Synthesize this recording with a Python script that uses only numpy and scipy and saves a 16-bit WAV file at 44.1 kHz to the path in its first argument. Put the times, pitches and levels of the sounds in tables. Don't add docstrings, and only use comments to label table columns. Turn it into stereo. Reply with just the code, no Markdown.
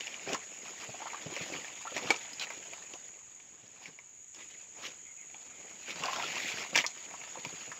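import sys
import numpy as np
from scipy import signal
from scipy.fft import rfft, irfft, next_fast_len
from scipy.io import wavfile
from scipy.ndimage import uniform_filter1d, map_coordinates

SR = 44100
rng = np.random.default_rng(int(sys.argv[2]) if len(sys.argv) > 2 else 0)


def store_wav(level_fs):
    pcm = np.round(np.clip(np.atleast_2d(level_fs), -1, 1) * 32767)
    wavfile.write(sys.argv[1], SR, pcm.T.astype(np.int16))


N = 343539

# (start_s, effort_db)
EFFORT = [(0.0, -50), (0.5, -55.5), (1.54, -49), (1.67, -51.5), (1.89, -52), (2.02, -51.5), (2.65, -54),
          (3.38, -67), (3.86, -62), (3.99, -68), (4.36, -71), (4.53, -65.5), (5.16, -66), (5.9, -54),
          (6.05, -43), (6.25, -40.5), (6.38, -40), (6.72, -50), (6.92, -56), (7.15, -54.5), (7.5, -51.5),
          (7.79, -54)]
USUAL_DB = -51.5
TWIG_HZ, BODY_DB, EDGE_DB = 2475, -12, -6


def amp(db):
    return 10 ** (np.asarray(db) / 20)


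def unit(x):
    return x / np.sqrt(np.mean(x ** 2) + 1e-20)


def curves(rows):
    s, *cols = np.transpose(rows)
    return [np.interp(np.arange(N) / SR, s, c) for c in cols]


def wobble(rate):
    points = rng.standard_normal(int(N * rate / SR) + 4)
    return map_coordinates(points, [np.arange(N) * rate / SR])


def filtered(x, response):
    n = x.shape[-1]
    padded = 2 * next_fast_len(n // 2 + 2048)
    spectrum = rfft(x, padded) * response(np.fft.rfftfreq(padded, 1 / SR))
    return irfft(spectrum, padded)[..., :n]


def colour(x, points):
    f, db = np.transpose(points)

    def response(hz):
        level_db = np.interp(np.log(hz + 1), np.log(f), db)
        cepstrum = irfft(np.log(amp(level_db)))
        half = len(cepstrum) // 2
        cepstrum[1:half] *= 2
        cepstrum[half + 1:] = 0
        return np.exp(rfft(cepstrum))
    return filtered(x, response)


def add(track, s, sound):
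    start = max(round(s * SR), 0)
    part = sound[:max(N - start, 0)]
    track[start:start + len(part)] += part


def all_round(pair):
    spacing_m, sound_speed = 0.25, 343
    alike = lambda hz: np.sinc(2 * hz * spacing_m / sound_speed)
    mid, side = filtered(pair, lambda hz: np.sqrt([1 + alike(hz), 1 - alike(hz)]))
    return np.array([mid + side, mid - side]) / 2


def from_right(x, lag_ms, right_db):
    lag = lag_ms / 1000
    pair = filtered(x, lambda hz: np.exp(np.outer([-1, 1], 1j * np.pi * hz * lag)))
    return pair * amp([[-right_db / 2], [right_db / 2]])


def burst(spectrum, t60, kick=6):
    t = np.arange(SR // 20) / SR
    x = rng.standard_normal(len(t)) * amp(-60 * t / t60) * (1 - np.exp(-t / 0.00094))
    x[0] = kick
    x = colour(x, spectrum)
    return x / np.abs(x).max()


def undergrowth(x, near_db, near_t60, far_db, far_t60):
    t = np.arange(SR // 2) / SR

    def tail(t60):
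        h = all_round(rng.standard_normal((2, len(t))))
        h = h * amp(-60 * t / t60) * (1 - np.exp(-t / 0.002))
        return unit(h) / np.sqrt(len(t))
    echo = amp(near_db) * tail(near_t60) + amp(far_db) * tail(far_t60)
    return signal.fftconvolve(x, echo, axes=1)[:, :N]


def insects():
    # (start_s, level_db)
    chorus = [(0.0, -49), (2.75, -48.5), (3.6, -55), (4.14, -55.5), (4.36, -51), (5.9, -51), (6.2, -49.5),
              (7.79, -48.5)]
    # (pitch_hz, level_db)
    drone = [(3410, -93), (5800, -10), (6150, -9), (6520, 6), (6840, 12), (7090, 5.5), (7420, -1),
             (7910, -7), (8250, -25), (8400, -110.5), (10900, -107), (18500, -120)]
    # (pitch_hz, level_db against the band,
    # right_db = right minus left before the whole chorus leans right, clicks_per_s on average)
    singers = [(6677, -12, 8, 81), (6755, -18, -2, 101), (6826, -17, 4, 81), (6946, -19, 5, 101)]
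    throb_hz, throb_depth = 20.26, 0.096
    buzz_depth = 0.42
    t = np.arange(N) / SR

    def pulse(rate):
        wandering_rate = rate * (1 + 0.017 * wobble(2.8))
        return np.sin(2 * np.pi * np.cumsum(wandering_rate) / SR)

    buzz = 1 + 0.11 * pulse(81) + throb_depth * pulse(throb_hz)
    band = unit(colour(rng.standard_normal((2, N)), drone))
    band = band * buzz * amp(0.18 * wobble(18))
    for hz, db, right_db, clicks in singers:
        tone = np.sin(2 * np.pi * hz * t + 1.2 * wobble(28))
        voice = tone * amp(db + 2.5 * wobble(6)) * (1 + buzz_depth * pulse(clicks))
        band = band + voice * amp([[-right_db / 2], [right_db / 2]])
    octave = unit(filtered(band ** 2, lambda hz: hz > 11000))
    level_db, = curves(chorus)
    return (band + amp(-33) * octave) * amp(level_db + 2.5) * amp([[-.8], [.8]])


def forest():
    # (pitch_hz, level_db)
    hush_tone = [(25, -28.5), (60, -31), (130, -4.5), (330, -1.5), (600, -6.5), (950, -2.5), (1400, -2.5),
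                 (2350, 4.5), (3600, -3.5), (5800, -11), (8000, -41), (9000, -46)]
    draught_tone = [(25, -14.5), (80, 4.0), (200, -2.0), (800, -64)]  # (pitch_hz, level_db)
    hush = unit(colour(all_round(rng.standard_normal((2, N))), hush_tone))
    draught = unit(colour(rng.standard_normal((2, N)), draught_tone))
    return amp(-65.0) * hush + amp(-73.5) * draught * amp([[-2], [2]])


def shuffle():
    still_db = -70.5
    effort_db, = curves(EFFORT)
    return np.sqrt(np.maximum(amp(effort_db) ** 2 - amp(still_db) ** 2, 1e-12))


def swell(length, db):
    return amp(db - 8.5) * signal.windows.hann(max(int(length * SR), 2))


def grains(rate, spread_db, clump_db, life):
    size = np.clip(rng.standard_normal(N), -2, 2)
    hits = (rng.random(N) < rate / SR) * amp(2 * spread_db * size) / rate
    power = signal.lfilter([1], [1, -np.exp(-1 / (life * SR))], hits)
    return unit(np.sqrt(power) * amp(clump_db * wobble(55)) * rng.standard_normal(N))


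def patchy(x, depth_db):
    z = signal.stft(x, nperseg=512)[2]
    field = uniform_filter1d(rng.standard_normal(z.shape[1:]), size=5, axis=0)
    field = uniform_filter1d(field, size=6, axis=1)
    return signal.istft(z * amp(depth_db * unit(field)), nperseg=512)[1][:, :N]


def litter(spectrum, rate, spread_db, clump_db, life, direct_db):
    near, *far = [grains(rate, spread_db, clump_db, life) for _ in range(3)]
    direct = amp(direct_db) * from_right(near, lag_ms=0.377, right_db=4.0)
    pair = direct + all_round(np.array(far))
    return unit(colour(patchy(pair, depth_db=2.5), spectrum))


def bubbles(rate, centre_hz, spread, cycles, size_db):
    t = np.arange(300) / SR
    when = np.flatnonzero(rng.random(N) < rate / SR)
    pitch, size = rng.standard_normal((len(when), 2)).T
    hz = np.minimum(centre_hz * np.exp(spread * pitch), 6000)
    phase = hz[:, None] * t
    envelope = phase * np.exp(-2 * np.pi * phase / cycles)
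    rings = amp(size_db * np.minimum(size, 2))[:, None] * np.sin(2 * np.pi * phase) * envelope
    places = when[:, None] + np.arange(len(t))
    return unit(np.bincount(places.ravel(), rings.ravel(), N)[:N])


def footwork():
    # (middle_s, length_s, level_db, wet_db = water and mud over leaves)
    scuffs = [(0.294, 0.075, -40, 7), (0.337, 0.076, -37, 2), (0.687, 0.14, -46.5, -5),
              (0.828, 0.1, -42.5, -7), (1.405, 0.26, -42.5, -9), (1.542, 0.15, -44.5, 1.5),
              (1.974, 0.085, -38.5, 2.5), (2.079, 0.21, -40, 0.5), (2.43, 0.066, -36, -28),
              (3.86, 0.12, -50, -9), (4.397, 0.16, -46.5, -5), (4.546, 0.29, -52.5, -33),
              (4.844, 0.27, -44.5, -5), (4.86, 0.1, -39, -16), (5.906, 0.1, -38, -6),
              (6.494, 0.11, -36, -23), (6.611, 0.11, -39.5, -8), (6.785, 0.11, -25.5, -10.5)]
    # (middle_s, length_s, level_db)
    sloshes = [(1.025, 0.021, -44), (1.073, 0.051, -44), (1.15, 0.05, -47), (2.433, 0.09, -42.5),
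               (6.068, 0.15, -29), (6.192, 0.16, -36)]
    # (pitch_hz, level_db)
    leaf_tone = [(700, -36.5), (1400, -9.5), (2000, -1), (2450, 0), (3200, -4.5), (4200, -8), (5800, -11),
                 (7200, -5.5), (8000, -26.5), (8900, -27), (11500, -28), (15500, -33)]
    water_tone = [(200, -30), (500, -16.5), (720, 1), (1000, 1), (1300, -0.5), (1700, -8), (3000, -33),
                  (6000, -74.5)]
    mud_tone = [(25, -32), (55, -33), (100, -9.5), (180, -2), (400, 1.5), (600, 1), (850, -5.5),
                (1500, -38), (6000, -69)]
    water_db, water_grows = -57, 0.77
    mud_db, mud_grows = -57, 0.69

    leaves = shuffle()
    press = leaves / amp(USUAL_DB)
    water = amp(water_db) * press ** water_grows
    mud = amp(mud_db) * press ** mud_grows
    for s, length, db, wet_db in scuffs:
        for layer, layer_db in (leaves, db), (water, db + wet_db), (mud, db + wet_db):
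            add(layer, s - length / 2, swell(length, layer_db))
    for s, length, db in sloshes:
        add(water, s - length / 2, swell(length, db))
    crowd = np.sqrt(np.maximum(press, 1))
    rustle = amp(4.0) * litter(leaf_tone, rate=700 * crowd, spread_db=1.8, clump_db=1.6,
                               life=0.0014, direct_db=-7.5)
    slosh = amp(2.0) * litter(water_tone, rate=270, spread_db=1.0, clump_db=1.5,
                              life=0.0021, direct_db=-5.0)
    squelch = amp(-1.0) * litter(mud_tone, rate=470, spread_db=-0.5, clump_db=0.5,
                                 life=0.0021, direct_db=-2.5)
    crackle = amp(-8.5) * bubbles(rate=130, centre_hz=2546, spread=0.245, cycles=8.4, size_db=2.0)
    gurgle = amp(-9.5) * bubbles(rate=70, centre_hz=967, spread=0.29, cycles=4.1, size_db=-4.0)
    wet = from_right(leaves * crackle + water * gurgle, lag_ms=0.25, right_db=0.0)
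    ground = leaves * rustle + water * slosh + mud * squelch
    return wet + ground * amp([[-.7], [.7]])


def ticks():
    per_s, over_effort_db, scatter_db, scatter_octaves = 4, 5, 7.5, 0.25
    hard_grows = 0.65
    when = np.flatnonzero(rng.random(N) < per_s / SR)
    size, pitch = np.clip(rng.standard_normal((len(when), 2)), -2, 2).T
    effort_db = curves(EFFORT)[0][when]
    force_db = np.minimum(effort_db, USUAL_DB + hard_grows * (effort_db - USUAL_DB))
    level_db = force_db + over_effort_db + scatter_db * size
    pitch_hz = TWIG_HZ * 2 ** (scatter_octaves * pitch)
    return [(s, db, hz, BODY_DB, EDGE_DB) for s, db, hz in zip(when / SR, level_db, pitch_hz)]


def twigs():
    # (start_s, crack_peak_db, pitch_hz, body_db, edge_db; the last two against the crack)
    snaps = [(0.0074, -20, 3080, -24, -9), (0.0695, -26, 2920, -22, -5), (0.078, -26.5, 2400, -14, -14),
             (0.142, -26.5, 2700, -28, -20), (0.195, -35, 2680, -20, -10), (0.291, -32, 2620, -14, -10),
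             (0.3314, -22, 2830, -14, 3), (0.346, -20.5, 1370, -10, 0), (0.817, -35, 2320, -9, 0),
             (1.018, -37.5, 2350, -14, -10), (1.1019, -31.5, 2260, -12, -12),
             (1.145, -32.5, 1680, -10, -12), (1.177, -34, 1500, -12, -10), (1.364, -24.5, 2260, -9, -1),
             (1.537, -29, 2400, -8, -10), (1.551, -29.5, 2300, -10, -7), (1.645, -30, 1850, -12, -10),
             (1.681, -34.5, 2280, -2, -6), (1.965, -22.5, 1990, -10, -2), (1.9789, -22.5, 2180, -8, -3),
             (2.142, -25.5, 2480, -18, -8), (2.161, -30.5, 2570, -12, 2), (2.383, -37, 2540, -20, -12),
             (2.3965, -22.5, 4000, -26, -4), (2.412, -26, 3500, -14, -5), (2.422, -30, 4200, -14, -5),
             (2.47, -32.5, 1900, -8, -14), (2.5036, -27, 1560, -5.5, -10), (2.734, -31, 2560, -6, -4),
             (2.9365, -32, 2700, -9, 2), (3.3997, -39.5, 2450, -19, -6), (3.8567, -31.5, 2240, -17, -8),
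             (3.988, -36, 2170, -9.5, -8), (4.3462, -38.5, 5700, -14, 0), (5.3441, -35, 2670, -18, -14),
             (5.958, -28, 1510, -19, -6), (6.036, -23, 2810, -7, -0.5), (6.0568, -20, 4550, -18, -6),
             (6.08, -28.5, 3000, -7, -12.5), (6.112, -32, 5300, -20, -6), (6.132, -20.5, 3340, -10, -7),
             (6.161, -23, 3430, -10, -2), (6.2246, -24.5, 2740, -10, -4), (6.3559, -26, 2620, -12, -1),
             (6.488, -26, 2400, -16, -13), (6.583, -29, 2410, -14, -8), (6.7482, -18, 2370, -30, -28),
             (6.755, -10, 2380, -17, -12), (6.7592, -11.5, 1740, -7.5, 1.5),
             (6.7757, -8.5, 3250, -13.5, -2), (6.7795, -20, 2500, -13, 1), (6.7868, -12, 2220, -16, -12),
             (6.7965, -23, 2460, -18, -4), (6.808, -20.5, 2950, -18, -14), (6.8408, -22, 1890, -3.5, -22),
             (6.847, -25, 2100, -18, -20), (6.8638, -20.5, 5800, -20, 4.5), (7.11, -37, 1890, 1, -14),
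             (7.139, -31.5, 1120, -11, -26), (7.214, -34, 2180, -6, -14), (7.236, -34, 1800, -4, -8),
             (7.275, -35.5, 1230, -14, -8), (7.449, -25.5, 2570, -4, -1), (7.7167, -25, 1420, -12, -11)]
    # (pitch_hz, level_db)
    body_tone = [(60, -73), (180, -22), (330, -9.5), (750, 0), (1250, 4.5), (1700, -11.5), (4000, -28)]
    edge_tone = [(1000, -24), (2300, -21.5), (3500, 5), (4500, 0.5), (5300, -0.5), (6400, 8.5), (7400, -1),
                 (8200, -13.5), (9500, -47), (11500, -32.5), (15500, -41)]
    note_db, note_t60 = -9.5, 0.013
    track, t = np.zeros(N), np.arange(SR // 20) / SR
    for s, db, hz, body_db, edge_db in snaps + ticks():
        crack_tone = [(hz / 20, -50), (hz / 4, -24), (hz * 0.8, -9), (hz, 0),
                      (hz * 1.2, -6), (hz * 1.75, -20), (hz * 6.1, -52)]
        crack = burst(crack_tone, t60=0.007, kick=2.73)
        fade = amp(note_db - 60 * t / note_t60 * hz / TWIG_HZ) * (1 - np.exp(-t / 0.0004))
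        note = fade * np.sin(2 * np.pi * hz * t)
        body = amp(body_db) * burst(body_tone, t60=0.014, kick=3.6)
        edge = amp(edge_db) * burst(edge_tone, t60=0.009, kick=2.06)
        add(track, s + .0008, amp(db) * (crack + note + body + edge))
    return from_right(track, lag_ms=0.388, right_db=3.0)


def pocket(hz):
    t60 = 0.03
    t = np.arange(SR // 20) / SR
    phase = 2 * np.pi * hz * t * (1 + 3 * t)
    tone = np.sin(phase) + amp(-21) * np.sin(2.6 * phase)
    ring = tone * amp(-60 * t / t60) * (1 - np.exp(-t / 0.0008))
    mouth = [(hz / 20, -55), (hz / 4, -18), (hz, 0), (hz * 2.4, -8), (hz * 3.35, -18), (hz * 12, -52)]
    return ring + amp(-7.0) * burst(mouth, t60, kick=2.2)


def plops():
    # (start_s, level_db, pitch_hz at the start of the rise)
    pockets = [(0.275, -31, 420), (0.298, -31.5, 645), (0.329, -25.5, 427), (0.345, -25.5, 1027),
               (0.891, -36.5, 620), (0.943, -34.5, 710), (1.002, -37, 770), (1.019, -27.5, 868),
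               (1.057, -30, 876), (1.069, -31, 1226), (1.131, -31, 934), (1.143, -30.5, 1110),
               (1.261, -34.5, 570), (1.299, -36.5, 408), (1.32, -35, 344), (1.368, -31.5, 578),
               (1.406, -32, 487), (1.5, -37, 550), (1.523, -32, 382), (1.588, -38, 470), (1.853, -30, 886),
               (1.871, -27, 1315), (1.92, -32, 487), (1.963, -30.5, 613), (2.024, -31.5, 460),
               (2.095, -29.5, 350), (2.332, -36, 4980), (2.573, -41.5, 307), (2.727, -43, 650),
               (2.822, -39.5, 1780), (2.937, -39.5, 435), (2.955, -41.5, 730), (5.344, -43.5, 810),
               (6.037, -24.5, 1054), (6.052, -27, 905), (6.068, -30, 784), (6.083, -22, 985),
               (6.128, -25.5, 1037), (6.16, -30, 1400), (6.183, -29.5, 700), (6.234, -24.5, 1330),
               (6.366, -29, 940), (6.7305, -27.5, 526), (6.851, -32, 1166), (7.139, -44, 644),
               (7.355, -32, 850), (7.37, -35.5, 960), (7.373, -35.5, 475)]
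    trail_s, trail_db, trail_octaves = 0.012, -12, 0.3
    track = np.zeros(N)
    for s, db, hz in pockets:
        add(track, s, amp(db) * pocket(hz))
        for delay, pitch in rng.random(size=(3, 2)):
            trail_hz = hz * 2 ** (trail_octaves * (2 * pitch - .5))
            add(track, s + trail_s * delay, amp(db + trail_db) * pocket(trail_hz))
    return from_right(track, lag_ms=0.19, right_db=0.5)


def thuds():
    # (start_s, level_db)
    landings = [(0.887, -36), (1.259, -31), (1.304, -48.5), (1.41, -35), (1.549, -36.5), (1.96, -38),
                (2.042, -36), (3.633, -49), (3.881, -46), (5.951, -42), (6.003, -39), (6.538, -36),
                (6.729, -39.5), (7.38, -38), (7.46, -35), (7.525, -38), (7.678, -41)]
    # (pitch_hz, level_db)
    ground_tone = [(25, -32), (60, -21), (100, -6.5), (180, 1), (280, -3), (600, -10), (2000, -48)]
    track = np.zeros(N)
    for s, db in landings:
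        add(track, s, amp(db - 4.0) * burst(ground_tone, t60=0.1))
    return from_right(track, lag_ms=0.23, right_db=3.0)


def stick():
    # (start_s, peak_db, t60_s = time to fade by 60 dB)
    stages = [(2.1048, -5.5, 0.0055), (2.1058, -8.5, 0.0083), (2.1083, -13.5, 0.0042)]
    # (pitch_hz, level_db)
    stick_tone = [(40, -41), (150, -28.5), (320, -6), (560, -6), (800, -4.5), (1000, -2), (1300, 2),
                  (1600, -9), (2330, 4), (3000, -13.5), (3700, -10), (4500, -12.5), (5300, -18),
                  (6500, -3.5), (7600, -21.5), (9000, -32), (14000, -40)]
    track = np.zeros(N)
    for s, db, t60 in stages:
        add(track, s, amp(db) * burst(stick_tone, t60, kick=1.5))
    return from_right(track, lag_ms=0.398, right_db=4.0)


def clinks():
    # (start_s, level_db)
    touches = [(2.396, -28), (2.411, -23.5), (2.421, -30)]
    # (pitch_hz, level_db before a random scatter, t60_s = 60 dB fade)
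    modes = [(825, -5.5, 0.1), (1130, -10, 0.073), (1537, 0, 0.034), (2470, 1, 0.1), (3960, 3, 0.06),
             (4120, 4, 0.041), (4565, -5, 0.044)]
    track, t = np.zeros(N), np.arange(SR // 5) / SR
    for s, db in touches:
        ring = np.zeros(len(t))
        for hz, level, t60 in modes:
            fade = amp(level + rng.normal(0, 2.1) - 60 * t / t60)
            ring += fade * np.sin(2 * np.pi * (hz * t + rng.random()))
        ring = ring * (1 - np.exp(-t / 0.0004))
        add(track, s, amp(db - 2.0) * ring / np.abs(ring).max())
    return from_right(track, lag_ms=0.4, right_db=7.0)


def whistles():
    # (start_s, length_s, start_hz, end_hz, level_db)
    notes = [(4.94, 0.13, 3130, 3170, -67), (5.03, 0.1, 2350, 2070, -59), (5.153, 0.096, 2610, 1920, -57.5),
             (5.44, 0.22, 2475, 2200, -59.5), (5.66, 0.12, 2140, 2310, -62)]
    hoarseness = 1.1
    track = np.zeros(N)
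    for s, length, start_hz, end_hz, db in notes:
        n = int(length * SR)
        glide = 2 * np.pi * np.cumsum(np.linspace(start_hz, end_hz, n)) / SR
        note = np.sin(glide + hoarseness * wobble(490)[:n])
        add(track, s, amp(db) * note * signal.windows.tukey(n, .5))
    return undergrowth(track[None], near_db=3.0, near_t60=0.043, far_db=-2.5, far_t60=0.38)


def scene():
    near = sum(x + undergrowth(x, near_db=-6.5, near_t60=0.057, far_db=-13.0, far_t60=0.22)
               for x in (twigs(), clinks(), plops(), thuds()))
    crack = stick()
    crack = crack + undergrowth(crack, near_db=-4.5, near_t60=0.048, far_db=-11.0, far_t60=0.26)
    return near + crack + footwork() + insects() + forest() + whistles()


def record(dry):
    top_hz = 15700
    low_cut = lambda hz: (1j * hz / (1j * hz + 28)) ** 2
    treble_dip = lambda hz: amp(np.interp(hz, [8000, 9000, 10500, 11500], [0, -8, -8, -1]))
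    return filtered(dry, lambda hz: low_cut(hz) * treble_dip(hz) * (hz < top_hz))


dry = scene()
out = record(dry)
store_wav(out)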